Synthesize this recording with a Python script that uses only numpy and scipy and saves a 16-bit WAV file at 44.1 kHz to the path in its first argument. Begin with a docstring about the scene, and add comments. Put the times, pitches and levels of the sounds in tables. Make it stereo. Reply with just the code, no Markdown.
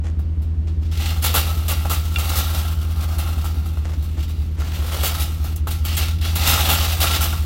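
"""An eight-cylinder engine idles nearby in an open parking lot: pulses ring exhaust resonances, gas puffs hiss.
Scuffs of loose grit and wire scrapes come first, then wire shopping carts are pulled apart close by.
They roll over rough asphalt, are shoved aside and run into one another: random contacts excite ringing filters
for tube frame, basket wires and loose fittings, and jolts set off bursts of chatter.
A hard knock, then a clinking link and a tiny squeak stand out as single blows."""
import sys
import numpy as np
from scipy import signal
from scipy.fft import rfft, irfft
from scipy.io import wavfile
from scipy.ndimage import uniform_filter1d

SR = 44100
rng = np.random.default_rng(int(sys.argv[2]) if len(sys.argv) > 2 else 0)


def int16_out(signal):
    """Quantize to a 16-bit WAV file."""
    q = np.round(np.clip(np.atleast_2d(signal).T, -1, 1) * 32767)
    wavfile.write(sys.argv[1], SR, q.astype(np.int16))


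N = 328545
TIME = np.arange(N) / SR

# All levels below are relative: they are balanced against one another in the functions.
# engine speed: time_s, speed_rpm
IDLE_SPEED = [(0.0, 594.7), (1.2, 604.3), (2.0, 599.1), (3.0, 601.6), (4.0, 589.9), (4.8, 588.4),
              (5.6, 592.3), (6.3, 612.9), (7.45, 596.1)]
# firing pattern over two crank turns: crank_angle_deg, pulse_level_db, gas_puff_level_db
CYLINDERS = [(76, -.3, 3), (163.5, 3, -1), (253.5, -.2, 0), (345, 2.4, -3), (434.5, 1.1, -3),
             (522, -6.6, -2), (610, .3, 8), (700, .3, 2)]
# deep exhaust resonances: pitch_hz, width_hz, level_db
EXHAUST_BOOM = [(65.9, 13.1, 0), (78.7, 12, -12)]
# higher exhaust resonances: pitch_hz, width_hz, level_db
EXHAUST_OVERTONES = [(120.6, 23, -33), (161.3, 19, -26.5), (249, 13, -35), (326, 5.6, -34)]
# colour of the exhaust puffs: frequency_hz, density_db_per_hz
PUFF_COLOUR = [(90, -30), (165, -3), (210, -9), (255, 0), (295, -8), (335, -2), (390, -13), (3000, -70)]
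# colour of the steady air and engine-bay noise: frequency_hz, density_db_per_hz
AIR_COLOUR = [(20, 3), (55, 2), (100, -5), (170, -1), (350, -5), (500, -12), (1500, -22), (3000, -26),
              (6000, -35), (16000, -48)]

# shoes and skewed wheels scuffing the asphalt: start_s, level_db, length_s
SCUFFS = [(0.038, -40.5, 0.05), (0.551, -59, .005), (.672, -44, 0.014), (3.848, -35.5, 0.016),
          (3.88, -40.5, 0.066), (4.17, -41, 0.027), (4.57, -42, 0.044), (4.583, -38.5, 0.097),
          (4.706, -38.5, .54), (4.915, -30, 0.053), (5.028, -26, .022)]
# colour of a scuff: frequency_hz, density_db_per_hz
SCUFF_COLOUR = [(100, -16), (300, -0.5), (520, 2.5), (900, -1.5), (2000, -5), (4000, -13.5), (7000, -13),
                (16000, -37)]
# likeness of the two ears for carts and scuffs: frequency_hz, likeness (1 = same, 0 = unrelated)
EAR_LIKENESS = [(200, 0.9), (1200, 0), (3000, -.1)]

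# one basket sliding along the wires of another: start_s, level_db, length_s
SCRAPES = [(0.053, -59, 0.037), (0.667, -47, 0.0072), (0.809, -48, 0.059), (0.907, -35.5, .07),
           (0.98, -29, 0.1), (4.173, -39.5, 0.054), (4.595, -38.5, 0.17), (5.875, -30.5, 0.11),
           (5.934, -30.5, 0.13), (6.208, -31, .025), (6.239, -24.5, 0.024), (6.392, -21.5, 0.069),
           (6.428, -22, .14), (6.607, -25, .29), (7.006, -23, 0.15)]
# wheels shaking the carts: pulled apart, shoved aside, then run into one another: time_s, level_db
ROLLING = [(0.0, -75), (0.85, -71), (1.03, -43), (1.5, -34), (1.65, -39), (2.13, -39.5), (2.22, -31),
           (2.6, -33.5), (2.8, -42), (3.27, -37.5), (3.76, -48), (4.35, -47.5), (4.53, -51.5), (4.95, -32),
           (5.22, -33), (5.33, -44), (5.48, -39), (5.6, -53), (6.02, -47), (6.2, -54), (6.5, -21),
           (6.93, -30), (7.15, -27.5), (7.45, -40)]
# share of the rolling taken up by the frame, most while the second cart rolls up close: time_s, share_db
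FRAME_SHARE = [(1.0, 1.5), (2.1, -3), (3.2, 2), (4.2, -4.5), (5.1, -3), (7.45, -3)]
# bumps and collisions: start_s, wire_chatter_db, frame_blow_db, length_s
JOLTS = [(0.192, -48.5, -46, 0.0049), (0.42, -48, -56, 0.0091), (1.223, -23, -36, 0.026),
         (1.241, -17, -28.5, 0.024), (1.341, -15.5, -20, 0.038), (1.682, -21.5, -27, 0.035),
         (1.849, -33, -25, 0.011), (1.897, -21.5, -26.5, 0.037), (2.183, -24, -23, .006),
         (2.289, -25, -33, .007), (2.356, -20, -28, 0.04), (2.572, -30, -34, 0.022),
         (3.126, -52, -40, .007), (3.184, -27.5, -36, 0.01), (3.443, -31.5, -32, 0.012),
         (3.659, -38.5, -41, 0.012), (3.772, -59, -41, 0.0035), (4.025, -41, -49, 0.012),
         (4.611, -52, -34.5, .012), (5.031, -19, -34.5, 0.042), (5.198, -25, -51, 0.03),
         (5.442, -34, -38, 0.007), (5.671, -28.5, -27, 0.0083), (5.707, -26, -40, 0.0078),
         (5.845, -36, -37, 0.016), (5.851, -25, -37, 0.0045), (5.968, -18, -39, 0.0087),
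         (6.354, -19.5, -28, 0.01), (6.469, -15.5, -25, 0.034), (6.576, -34, -21.5, .006),
         (6.684, -17, -24, 0.053), (7.002, -19, -26, 0.043), (7.039, -28, -23, 0.015),
         (7.206, -19, -28.5, 0.037), (7.326, -32.5, -25.5, 0.0086)]
# colour of the tube frame: frequency_hz, density_db_per_hz
FRAME_COLOUR = [(150, -3), (230, -9), (650, -4.5), (800, 2), (980, -6), (1250, 1.5), (1390, 3.5),
                (1480, -8), (1620, -2.5), (1800, -20.5), (5000, -48.5)]
# colour of the basket wires: frequency_hz, density_db_per_hz
BASKET_COLOUR = [(900, -11.5), (1800, -7), (1950, -1.5), (2400, -2.5), (2780, 2), (3250, -0.5), (3750, 0),
                 (5800, -4.5), (12000, -21)]
# colour of the loose fittings: frequency_hz, density_db_per_hz
FITTINGS_COLOUR = [(2500, -31), (7000, -6.5), (9500, -8), (11700, -3.5), (16000, -3.5)]
# long-ringing modes of the tube frame: pitch_hz, level_db, t60_s
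FRAME_MODES = [(740, -4, .3), (805, -3, .25), (1184, 0, .4), (1240, -2, .25), (1365, 0, .35)]
# long-ringing modes of the basket wires: pitch_hz, level_db, t60_s
BASKET_MODES = [(2421, -5, .25), (2648, -1, .22), (2770, 0, .18), (2841, 0, .25), (3749, -6, .2),
                (4708, -7, .25)]
# long-ringing modes of the fittings: pitch_hz, level_db, t60_s
FITTING_MODES = [(11900, -2, .12), (13050, -2, .12), (13504, 0, .18), (15152, 0, .15)]
# modes of one hard knock of a wheel caster: pitch_hz, level_db, t60_s
KNOCK_MODES = [(1378, -2, .093), (2406, -10, .08), (2751, -2, .065), (3467, -4, .025)]
# modes of one loose link clinking: pitch_hz, level_db, t60_s
CLINK_MODES = [(3553, -10, .14), (6228, -10, .1), (10050, 0, .11)]

UNEVEN_DB, PUFF_DB = .12, -26  # random spread of the firings, puffs under the boom
SCRAPE_RISE_S, SCRAPE_FALL_S = 0.0081, 0.061  # time constants of a scrape biting and dying away
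STONES_PER_S, STONE_DB, STONE_FALL_S = 22, 5, .009  # kick over the steady rolling, its decay time
SNAP = .9  # extra force in the first instant of a jolt, as a share of its level
TREMBLE_DB, SETTLE_S = -8, 0.069  # trembling after a jolt: share of its chatter level, decay time
SCRAPE_FRAME_DB, SCRAPE_FITTINGS_DB = -10, -5  # shares of a scrape passed on to the other parts
ROLL_BASKET_DB, ROLL_FITTINGS_DB = 1.0, 2  # shares of the rolling
SEATED_DB = -46  # below this tug the fittings increasingly stay seated
EDGE_HZ = 16000


def gain_of(db):
    """Decibels to amplitude."""
    return 10 ** (np.asarray(db) / 20)


def evened(x):
    """Scales to rms 1."""
    return x / np.sqrt(np.mean(x ** 2) + 1e-20)


def unit(x):
    """Scales each channel to energy 1."""
    return x / np.linalg.norm(x, axis=-1, keepdims=True)


def read(points, hz):
    """Joins points by straight lines over log frequency."""
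    f, value = np.transpose(points)
    return np.interp(np.log(hz + 1), np.log(f + 1), value)


def curve(points):
    """Joins points by straight lines over time."""
    return np.interp(TIME, *np.transpose(points))


def add(mix, s, sound):
    """Mixes a sound in at time s, cut off at the end of the mix."""
    part = mix[:, max(round(s * SR), 0):][:, :sound.shape[1]]
    part += sound[:, :part.shape[1]]


def colour(x, spectrum, size=4096):
    """Minimum-phase filter with the given spectrum, so that attacks stay sharp."""
    log_gain = np.log(gain_of(read(spectrum, abs(np.fft.fftfreq(size, 1 / SR)))))
    minimum_phase = np.exp(np.conj(signal.hilbert(log_gain)))
    taps = np.fft.ifft(minimum_phase).real[:size // 2]
    return signal.oaconvolve(x, taps[None], axes=1)[:, :x.shape[1]]


def noise_pair(size, likeness):
    """Two white noises that are alike by a share that depends on frequency."""
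    a, b = rfft(rng.standard_normal((2, size)))
    same = np.clip(read(likeness, np.fft.rfftfreq(size, 1 / SR)), -1, 1)
    return irfft([a, same * a + np.sqrt(1 - same ** 2) * b], size)


def flutter(slow_hz, fast_hz):
    """Slow random wander of rms 1, between two rates."""
    t = TIME[::64]
    f = np.fft.rfftfreq(len(t), t[1])
    band = (f > slow_hz) * (f < fast_hz) / np.sqrt(f + 1)
    waves = irfft(rfft(rng.standard_normal(len(t))) * band, len(t))
    return np.interp(TIME, t, evened(waves))


def bursts(times, levels_db, lengths, fall, snap=0):
    """Power of bursts that start with a snap, last for their length, then settle."""
    power, t = np.zeros((1, N)), np.arange(SR // 3) / SR
    for s, db, length in zip(times, levels_db, lengths):
        hold_and_settle = np.exp(-np.maximum(t - length, 0) / fall)
        shape = (1 + snap * np.exp(-t / 0.0011)) * hold_and_settle
        add(power, s, (gain_of(db) * shape)[None] ** 2)
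    return power[0]


def contacts(per_s, spread_db):
    """Random contacts of uneven size and sign, evened to steady local power."""
    size = gain_of(spread_db * np.minimum(rng.exponential(1, N), 4)) * rng.choice([-1, 1], N)
    clicks = size * (rng.random(N) < per_s / SR)
    return clicks / np.sqrt(abs(uniform_filter1d(clicks ** 2, size=900)) + 1e-4)


def engine(level_db=-20.0, db_per_rpm=0.0445):
    """Uneven firings boom in the exhaust; each also lets out a puff of turbulent gas."""
    rpm = curve(IDLE_SPEED)
    cycles = np.cumsum(rpm) / (2 * 60 * SR)  # one cycle is two crank turns
    pulses, vents = np.zeros((2, N))
    for angle, db, vent_db in CYLINDERS:
        at = np.flatnonzero(np.diff(np.floor(cycles - angle / 720)))
        vents[at] = gain_of(vent_db)
        # more fuel: faster and louder
        speed_db = db_per_rpm * (rpm[at] - rpm.mean())
        pulses[at] = gain_of(db + speed_db + UNEVEN_DB * rng.standard_normal(len(at)))
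    f = np.fft.rfftfreq(2 * N, 1 / SR) + 1e-3
    pipe = sum(gain_of(db) / (1 + 1j * (f ** 2 - hz ** 2) / (f * width)) ** 2
               for hz, width, db in EXHAUST_BOOM + EXHAUST_OVERTONES)
    # the engine has been running all along: repeat its first cycle back in time
    earlier = np.resize(pulses[cycles < 1][::-1], N)[::-1]
    ports = np.exp(.15j * np.array([[1], [-1]]))  # the boom reaches the left ear a little sooner
    boom = evened(irfft(rfft(np.r_[earlier, pulses]) * pipe * ports)[:, N:])
    puff_shape = signal.lfilter([1], [1, -np.exp(-1 / (0.0057 * SR))], vents)
    gas = puff_shape * noise_pair(N, [(100, 1.0), (400, 0.19)])
    puffs = evened(colour(gas, PUFF_COLOUR))
    return gain_of(level_db) * (boom + gain_of(PUFF_DB) * puffs) * gain_of([[-.8], [.7]])


def air(level_db=-41.5):
    """Open-air rumble and faint hiss: coloured noise, nearly mono in the bass."""
    noise = noise_pair(N, [(100, 1.0), (400, 0.067), (2000, 0.091)])
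    return gain_of(level_db) * evened(colour(noise, AIR_COLOUR))


def shoes():
    """Soles and wheels drag over loose grit: dense dry grains that do not ring."""
    drag = np.sqrt(bursts(*np.transpose(SCUFFS), fall=0.015))
    grains = contacts(per_s=4500, spread_db=4) * noise_pair(N, EAR_LIKENESS)
    return drag * evened(colour(grains, SCUFF_COLOUR))


def stones():
    """Gain of the rolling: stones under the wheels kick sharply at random moments."""
    kicks = (rng.random(N) < STONES_PER_S / SR) * rng.uniform(0, 1.9, N)
    power = signal.lfilter([1], [1, -np.exp(-2 / (STONE_FALL_S * SR))], kicks)
    return evened(np.sqrt(1 + gain_of(STONE_DB) ** 2 * power))


def scrapes():
    """Force of wire sliding on wire: it bites, holds and dies away."""
    power = bursts(*np.transpose(SCRAPES), fall=SCRAPE_FALL_S)
    keep = np.exp(-1 / (SCRAPE_RISE_S * SR))
    return np.sqrt(signal.lfilter([1 - keep], [1, -keep], power))


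def ring(modes):
    """Dying sines; each reaches the two ears with its own phase."""
    t = np.arange(SR // 2) / SR
    return sum(gain_of(db - 60 * t / t60) * np.sin(2 * np.pi * (hz * t + rng.random((2, 1))))
               for hz, db, t60 in modes)


def response(spectrum, modes, t60, crack_db, modes_db):
    """One contact: a short crack, a dense ring of noise and a few long modes."""
    t = np.arange(SR // 2) / SR
    crack = unit(noise_pair(len(t), EAR_LIKENESS) * np.exp(-t / 0.00035))
    dense_ring = unit(noise_pair(len(t), EAR_LIKENESS) * gain_of(-60 * t / t60))
    body = unit(colour(gain_of(crack_db) * crack + dense_ring, spectrum))
    return unit(body + gain_of(modes_db) * unit(ring(modes)))


def rattle(clicks, shake, jolts, spectrum, modes, t60, crack_db, modes_db, count=6):
    """Contacts land on a few places of one part of the cart; which places ring most shifts as it moves."""
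    force = clicks * np.sqrt(shake ** 2 + jolts)  # jolts are given as power
    place = np.argmax([flutter(.3, 4) + rng.standard_normal(N) for _ in range(count)], axis=0)
    out = np.zeros((2, N))
    for k in range(count):
        place_ring = response(spectrum, modes, t60, crack_db, modes_db)
        out += signal.oaconvolve((force * (place == k))[None], place_ring, axes=1)[:, :N]
    return out


def carts(grit_db=2.0):
    """Frame, basket and fittings answer the same rolling, scrapes and jolts, each by its own share."""
    bunching = evened(gain_of(grit_db * flutter(5.6, 68)))  # rough asphalt bunches the contacts
    grit = bunching * stones()
    roll = grit * gain_of(curve(ROLLING))
    scrape = grit * scrapes()
    s, chatter_db, blow_db, length = np.transpose(JOLTS)
    tremble = bursts(s, chatter_db + TREMBLE_DB, length, fall=SETTLE_S)

    # steady shaking of each part; the fittings come loose only when tugged hard enough
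    frame_shake = np.hypot(gain_of(curve(FRAME_SHARE)) * roll, gain_of(SCRAPE_FRAME_DB) * scrape)
    basket_shake = np.hypot(gain_of(ROLL_BASKET_DB) * roll, scrape)
    fittings_roll = gain_of(ROLL_FITTINGS_DB) * roll
    fittings_scrape = gain_of(SCRAPE_FITTINGS_DB) * scrape
    tug = np.sqrt(fittings_roll ** 2 + fittings_scrape ** 2 + tremble)
    fittings_shake = tug ** 2 / np.hypot(tug, gain_of(SEATED_DB))

    # jolts: the stiff frame takes a short blow, wires and fittings chatter on
    blows = bursts(s, blow_db, length, fall=0.003, snap=SNAP) + 0.17 * tremble
    wire_jolts = bursts(s, chatter_db - 6.5, length, fall=0.027, snap=SNAP) + tremble
    fitting_jolts = bursts(s, chatter_db + .5, length, fall=0.012, snap=SNAP)

    bumps = contacts(per_s=520, spread_db=3.0)
    chatter = contacts(per_s=1700, spread_db=2)  # shared by basket and fittings
    frame = rattle(bumps, frame_shake, blows, FRAME_COLOUR, FRAME_MODES,
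                   t60=.13, crack_db=-2.0, modes_db=-10)
    basket = rattle(chatter, basket_shake, wire_jolts, BASKET_COLOUR, BASKET_MODES,
                    t60=0.1, crack_db=-4.5, modes_db=-15.5)
    fittings = rattle(chatter, fittings_shake, fitting_jolts, FITTINGS_COLOUR, FITTING_MODES,
                      t60=0.089, crack_db=-6.5, modes_db=-17)
    # each part leans slightly to the right
    return (frame * gain_of([[-.6], [.6]]) + basket * gain_of([[-.9], [.9]])
            + fittings * gain_of([[-.5], [.5]]))


def strikes():
    """Single blows of ringing modes and noise ticks: a caster knocks, a link clinks, a wire slips and squeaks."""
    out, t = np.zeros((2, N)), np.arange(SR // 2) / SR
    tick = rng.standard_normal((2, len(t))) * np.exp(-t / 0.0095)
    knock_tick = colour(tick, BASKET_COLOUR) + colour(tick, FRAME_COLOUR)
    add(out, 2.160, gain_of(-11.5) * ring(KNOCK_MODES) + gain_of(-22) * knock_tick)
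    add(out, 5.561, gain_of(-34) * ring(CLINK_MODES) + gain_of(-19) * colour(tick, FITTINGS_COLOUR))
    squeak = colour(tick, [(6000, -38), (8500, 4), (12000, -40)])
    add(out, 5.950, gain_of(-16) * squeak)
    return out


def scene():
    """Carts and footwork in front of the idling engine."""
    return engine() + air() + shoes() + carts() + strikes()


def record(dry):
    """Low-pass filter that removes the treble above EDGE_HZ."""
    low_pass = signal.firwin(511, EDGE_HZ, window=("kaiser", 9), fs=SR)
    return signal.oaconvolve(dry, low_pass[None], "same")


dry = scene()
out = record(dry)
int16_out(out)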